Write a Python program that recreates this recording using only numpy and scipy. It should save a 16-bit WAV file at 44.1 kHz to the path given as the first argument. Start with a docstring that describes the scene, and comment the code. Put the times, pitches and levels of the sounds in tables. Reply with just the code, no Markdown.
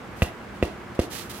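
"""A fist knocks three times from below on a thick foam pad, close to the microphone in a small room.
Each knock pushes out a puff of air, bends the pad with a low thump, makes it ring and ticks at the
knuckles. The skin scuffs the foam around each knock, then the hand slides over its ribs in two strokes.
The knocks echo briefly in the room, and a ventilation hum lies underneath."""
import sys
import numpy as np
from scipy import signal
from scipy.fft import rfft, irfft
from scipy.io import wavfile

SR = 44100
rng = np.random.default_rng(int(sys.argv[2]) if len(sys.argv) > 2 else 0)


def transcribe(u):
    """Save the signal u as a 16-bit wav file named by the first command-line argument.

    u: samples, shape (n,) or (channels, n), limited to [-1, 1]; the rate is SR.
    q: integer samples, one column per channel.
    """
    v = np.clip(np.atleast_2d(u).T, -1, 1)
    q = np.round(v * 32767).astype(np.int16)
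    wavfile.write(sys.argv[1], SR, q)


N = 61739
T = np.arange(N) / SR

# The knocks. Each row: start in seconds, puff level in dB, puff length in seconds,
# then the levels of the thump, the hollow ring and the knuckle tick in dB.
KNOCKS = [(0.2205, -10, .0063, -10, -16.5, -13.3), (0.6265, -7.2, .0029, -14.7, -20, -17),
          (0.9915, -6.5, .0030, -15.8, -20, -25)]
# The tones of the pad's ring and of the tick. Each row: pitch in Hz, level in dB, seconds to fade 60 dB.
PAD_TONES = [(345, -7, .06), (490, -6, .065), (555, -3, .04), (675, -8, .06), (1020, -13, .016),
             (1222, -17, .06)]
TICK_TONES = [(1650, -16, .016), (1990, -6, .018), (2500, -6, .014), (2700, -.5, .012), (3350, -9, .012)]
# Skin rubbing on foam. Each row: start, rise time, hold time and time to fade 20 dB, all in seconds,
# level in dB, pan in dB (below zero is to the right), frequency in Hz above which the hiss gets duller.
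RUBS = [(.150, .03, .035, .02, -50.5, 0, 14000), (.220, .001, .012, .02, -33.5, -2.5, 14000),
        (.232, .006, .026, .06, -41, 0, 9000), (.535, .02, .02, .06, -56, 0, 12000),
        (.626, .001, .008, .015, -37, -4, 10000), (.630, .004, .038, .085, -39, -3.5, 3500),
        (.651, .002, .002, .012, -38, -4, 8000), (.945, .006, .004, .035, -49, 1, 10000),
        (.991, .001, .007, .02, -30.5, -4.5, 4200), (1.011, .002, .002, .024, -27.5, -4, 1800),
        (1.012, .005, .022, .05, -38, -5, 9000), (1.096, .030, .070, .108, -35.2, -8, 15000),
        (1.294, .003, .012, .04, -36.8, -9, 21500), (1.315, .025, .03, .17, -42.7, -7.5, 20000)]
# Echoes from nearby surfaces. Each row: delay in seconds, level in dB.
ECHOES = [(.0068, -10), (.0278, -19), (.054, -25)]
# How long the room rings. Each row: frequency in Hz, seconds to fade 60 dB.
ROOM_FADE = [(100, .3), (500, .35), (3000, .3), (12000, .18)]
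# The tone colour of the rubbing, the room and the moving air. Each row: frequency in Hz, level in dB.
RUB_COLOUR = [(300, -11), (1000, -4), (2800, 1), (4500, -.3), (7000, -3), (10000, -3), (13000, -4.8),
              (16000, -7.5)]
ROOM_COLOUR = [(50, -22), (150, -18), (300, -13), (550, 1), (1000, -4), (2000, -6.5), (4000, -7),
               (8000, -10), (16000, -14)]
AIR_COLOUR = [(20, -28), (35, -17), (55, -9), (100, -3.5), (150, -6), (205, -2.5), (270, -7), (370, -8),
              (560, -11.7), (1300, -12.2), (2200, -18.7), (4250, -31.5), (8000, -38.3), (16000, -46.5)]
# Their stereo width. Each row: frequency in Hz, how alike left and right are (1 means the same).
RUB_LIKENESS = [(500, .7), (3000, .3), (6000, .2), (15000, .15)]
ROOM_LIKENESS = [(100, .2), (300, .85), (550, .75), (1500, .35), (8000, .1)]
AIR_LIKENESS = [(100, .9), (400, .8), (1000, .45), (2500, .25), (10000, .1)]
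# The tones of the ventilation hum. Each row: pitch in Hz, level in dB.
HUM_TONES = [(59.2, -55), (118.4, -58), (204.6, -53.5), (355.3, -54), (468.3, -58), (818.3, -64)]

PUFF_PAN_DB, TICK_PAN_DB, AIR_PAN_DB = -1.6, -3.5, -1.5
SECOND_KNUCKLE_S, SECOND_KNUCKLE_DB = .0062, -8   # another knuckle lands just after the first
CRACK_DB, CRACK_S, CRACK_HZ = -7.5, .0065, 3800   # skin meeting foam; its level is relative to the tick
RING_LAG_S, THUMP_LAG_S = .0003, .001
CATCHES_PER_S, CATCH_SPREAD_DB, CATCH_DB = 1200, 3.5, -7   # foam cells catching and letting go
PRESSURE_WAVER_DB, PRESSURE_WAVER_HZ = .8, 45   # the hand presses unevenly
ROOM_DELAY_S, ROOM_BUILD_S = .009, .016
AIR_DB, HUM_WAVER_DEPTH, HUM_WAVER_HZ = -39.8, .45, 6
RIGHT_LEAD_S = .000075   # the pad is nearer the right microphone


def knocks():
    """Each knock pushes and pulls the air once, makes the pad ring hollow and ticks at the knuckles."""
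    out = np.zeros((2, N))
    for start, puff_db, puff_s, _, ring_db, tick_db in KNOCKS:
        age = T - start
        push = np.pi * np.clip(age / puff_s, 0, 1)
        puff = from_db(puff_db) * np.sin(2 * push) * np.sin(push)
        hollow = sum(from_db(ring_db + db) * ring(age - RING_LAG_S, hz, fade_s)
                     for hz, db, fade_s in PAD_TONES)
        out += pan(PUFF_PAN_DB) * (puff + hollow)
        out += pan(TICK_PAN_DB) * from_db(tick_db) * knuckles(age)
    return out


def knuckles(age, flesh_hz=3600):
    """Two knuckles tick and the skin cracks against the foam. Flesh softens the highs."""
    tick = np.zeros((2, N))
    for lag_s, knuckle_db in [(0, 0), (SECOND_KNUCKLE_S, SECOND_KNUCKLE_DB)]:
        for hz, db, fade_s in TICK_TONES:
            scatter_db = rng.normal(0, 1, (2, 1))
            tick -= from_db(knuckle_db + db + scatter_db) * ring(age - lag_s, hz, fade_s)
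    burst = rng.standard_normal((2, N)) * (age > 0) * np.exp(-np.abs(age) / CRACK_S)
    crack = from_db(CRACK_DB) * soften(burst, CRACK_HZ)
    flesh = signal.butter(3, flesh_hz, fs=SR, output="sos")
    return signal.sosfilt(flesh, tick + crack)


def pad_thumps():
    """The whole pad bends and swings back after each knock, making a low thump."""
    return -sum(from_db(thump_db) * ring(T - start - THUMP_LAG_S, hz=73, fade_s=.07)
                for start, _, _, thump_db, _, _ in KNOCKS)


def rubs():
    """Sliding skin hisses and catches on tiny foam cells, swelling and fading with each stroke."""
    out = np.zeros((2, N))
    for start, rise, hold, fade, db, pan_db, edge_hz in RUBS:
        sizes = from_db(CATCH_SPREAD_DB * np.minimum(rng.exponential(1, N), 4))
        signs = rng.choice([-1, 1], N)
        catches = unit_level(sizes * signs * (rng.random(N) < CATCHES_PER_S / SR))
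        friction = coloured(stereo_noise(RUB_LIKENESS) + from_db(CATCH_DB) * catches, RUB_COLOUR)
        swell = np.clip((T - start) / rise, 0, 1)
        dying = from_db(-20 * np.maximum(T - start - rise - hold, 0) / fade)
        pressure = from_db(db + PRESSURE_WAVER_DB * waver(PRESSURE_WAVER_HZ, N))
        out += pan(pan_db) * pressure * swell * dying * soften(friction, edge_hz)
    return out


def echoes(x):
    """Nearby surfaces send the sound back duller, with its wave upside down."""
    dull = soften(x, hz=4000)
    return -sum(from_db(db) * delayed(dull, delay_s) for delay_s, db in ECHOES)


def room(x):
    """Many reflections blur into a tail that builds up, then dies away at its own pace in each octave."""
    noise, tail = stereo_noise(ROOM_LIKENESS), 0
    edges_hz = np.geomspace(35, 17000, 10)
    build = np.clip((T - ROOM_DELAY_S) / ROOM_BUILD_S, 0, 1)
    for low, high in zip(edges_hz, edges_hz[1:]):
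        hz = np.sqrt(low * high)
        shape = build * from_db(-60 * T / at_hz(ROOM_FADE, hz))
        band = signal.sosfilt(signal.butter(2, [low, high], "band", fs=SR, output="sos"), noise)
        tail += from_db(at_hz(ROOM_COLOUR, hz)) * band * shape / np.sqrt(np.sum(shape ** 2))
    return signal.fftconvolve(x, tail, axes=1)[:, :N]


def ventilation():
    """A steady rush of air with a few wavering hum tones."""
    hum = 0
    for hz, db in HUM_TONES:
        swell, drift = HUM_WAVER_DEPTH * waver(HUM_WAVER_HZ, (2, N))
        phase = 2 * np.pi * (hz * T + rng.random())
        hum += from_db(db) * unit_level((1 + swell) * np.sin(phase) + drift * np.cos(phase))
    air = from_db(AIR_DB) * coloured(stereo_noise(AIR_LIKENESS), AIR_COLOUR)
    return pan(AIR_PAN_DB) * (air + hum)


def from_db(db):
    """Turn decibels into a number to multiply by."""
    return 10 ** (np.asarray(db) / 20)


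def unit_level(x):
    """Scale a signal so its average level (root mean square) is 1."""
    return x / np.sqrt(np.mean(x ** 2) + 1e-20)


def at_hz(table, hz):
    """Read between a table's rows, giving every octave equal space."""
    frequencies, values = np.transpose(table)
    return np.interp(np.log(np.maximum(hz, 1)), np.log(frequencies), values)


def pan(db):
    """Left and right gains, with the left louder by this many dB."""
    return unit_level(from_db(np.array([[db], [-db]]) / 2))


def soften(x, hz):
    """Gently turn down the highs above this frequency."""
    return signal.sosfilt(signal.butter(1, hz, fs=SR, output="sos"), x)


def waver(hz, shape):
    """A smooth random wobble, mostly slower than this rate."""
    return unit_level(soften(soften(rng.standard_normal(shape), hz), hz))


def coloured(x, colour):
    """Give a steady sound a tone colour and a level of 1."""
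    gains = from_db(at_hz(colour, np.fft.rfftfreq(N, 1 / SR)))
    return unit_level(irfft(rfft(x) * gains, N))


def stereo_noise(likeness):
    """White noise whose left and right sides are as alike as the table says."""
    shared, opposed = rfft(rng.standard_normal((2, N)))
    alike = at_hz(likeness, np.fft.rfftfreq(N, 1 / SR))
    return unit_level(irfft(np.sqrt(1 + alike) * shared + np.sqrt(1 - alike) * opposed * [[1], [-1]], N))


def ring(age, hz, fade_s):
    """A tone that is silent until struck, then fades 60 dB in fade_s seconds."""
    t = np.maximum(age, 0)
    return np.sin(2 * np.pi * hz * t) * from_db(-60 * t / fade_s)


def delayed(x, seconds):
    """The same sound, a little later."""
    hz = np.fft.rfftfreq(2 * N, 1 / SR)
    return irfft(rfft(x, 2 * N) * np.exp(-2j * np.pi * hz * seconds), 2 * N)[..., :N]


def scene():
    """Mix the knocks, their echoes and room tail, the rubbing hand and the ventilation."""
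    blows, thumps = knocks(), pad_thumps()
    left, right = blows + thumps + echoes(blows) + room(blows + thumps) + rubs()
    return np.array([delayed(left, RIGHT_LEAD_S), right]) + ventilation()


def record(dry):
    """Turn down the deepest bass, below 32 Hz, and cut the highs steeply above 15800 Hz."""
    bass_cut = signal.butter(2, 32, "high", fs=SR, output="sos")
    treble_cut = signal.ellip(10, .1, 80, 15800, fs=SR, output="sos")
    return signal.sosfilt(treble_cut, signal.sosfilt(bass_cut, dry))


dry = scene()
out = record(dry)
transcribe(out)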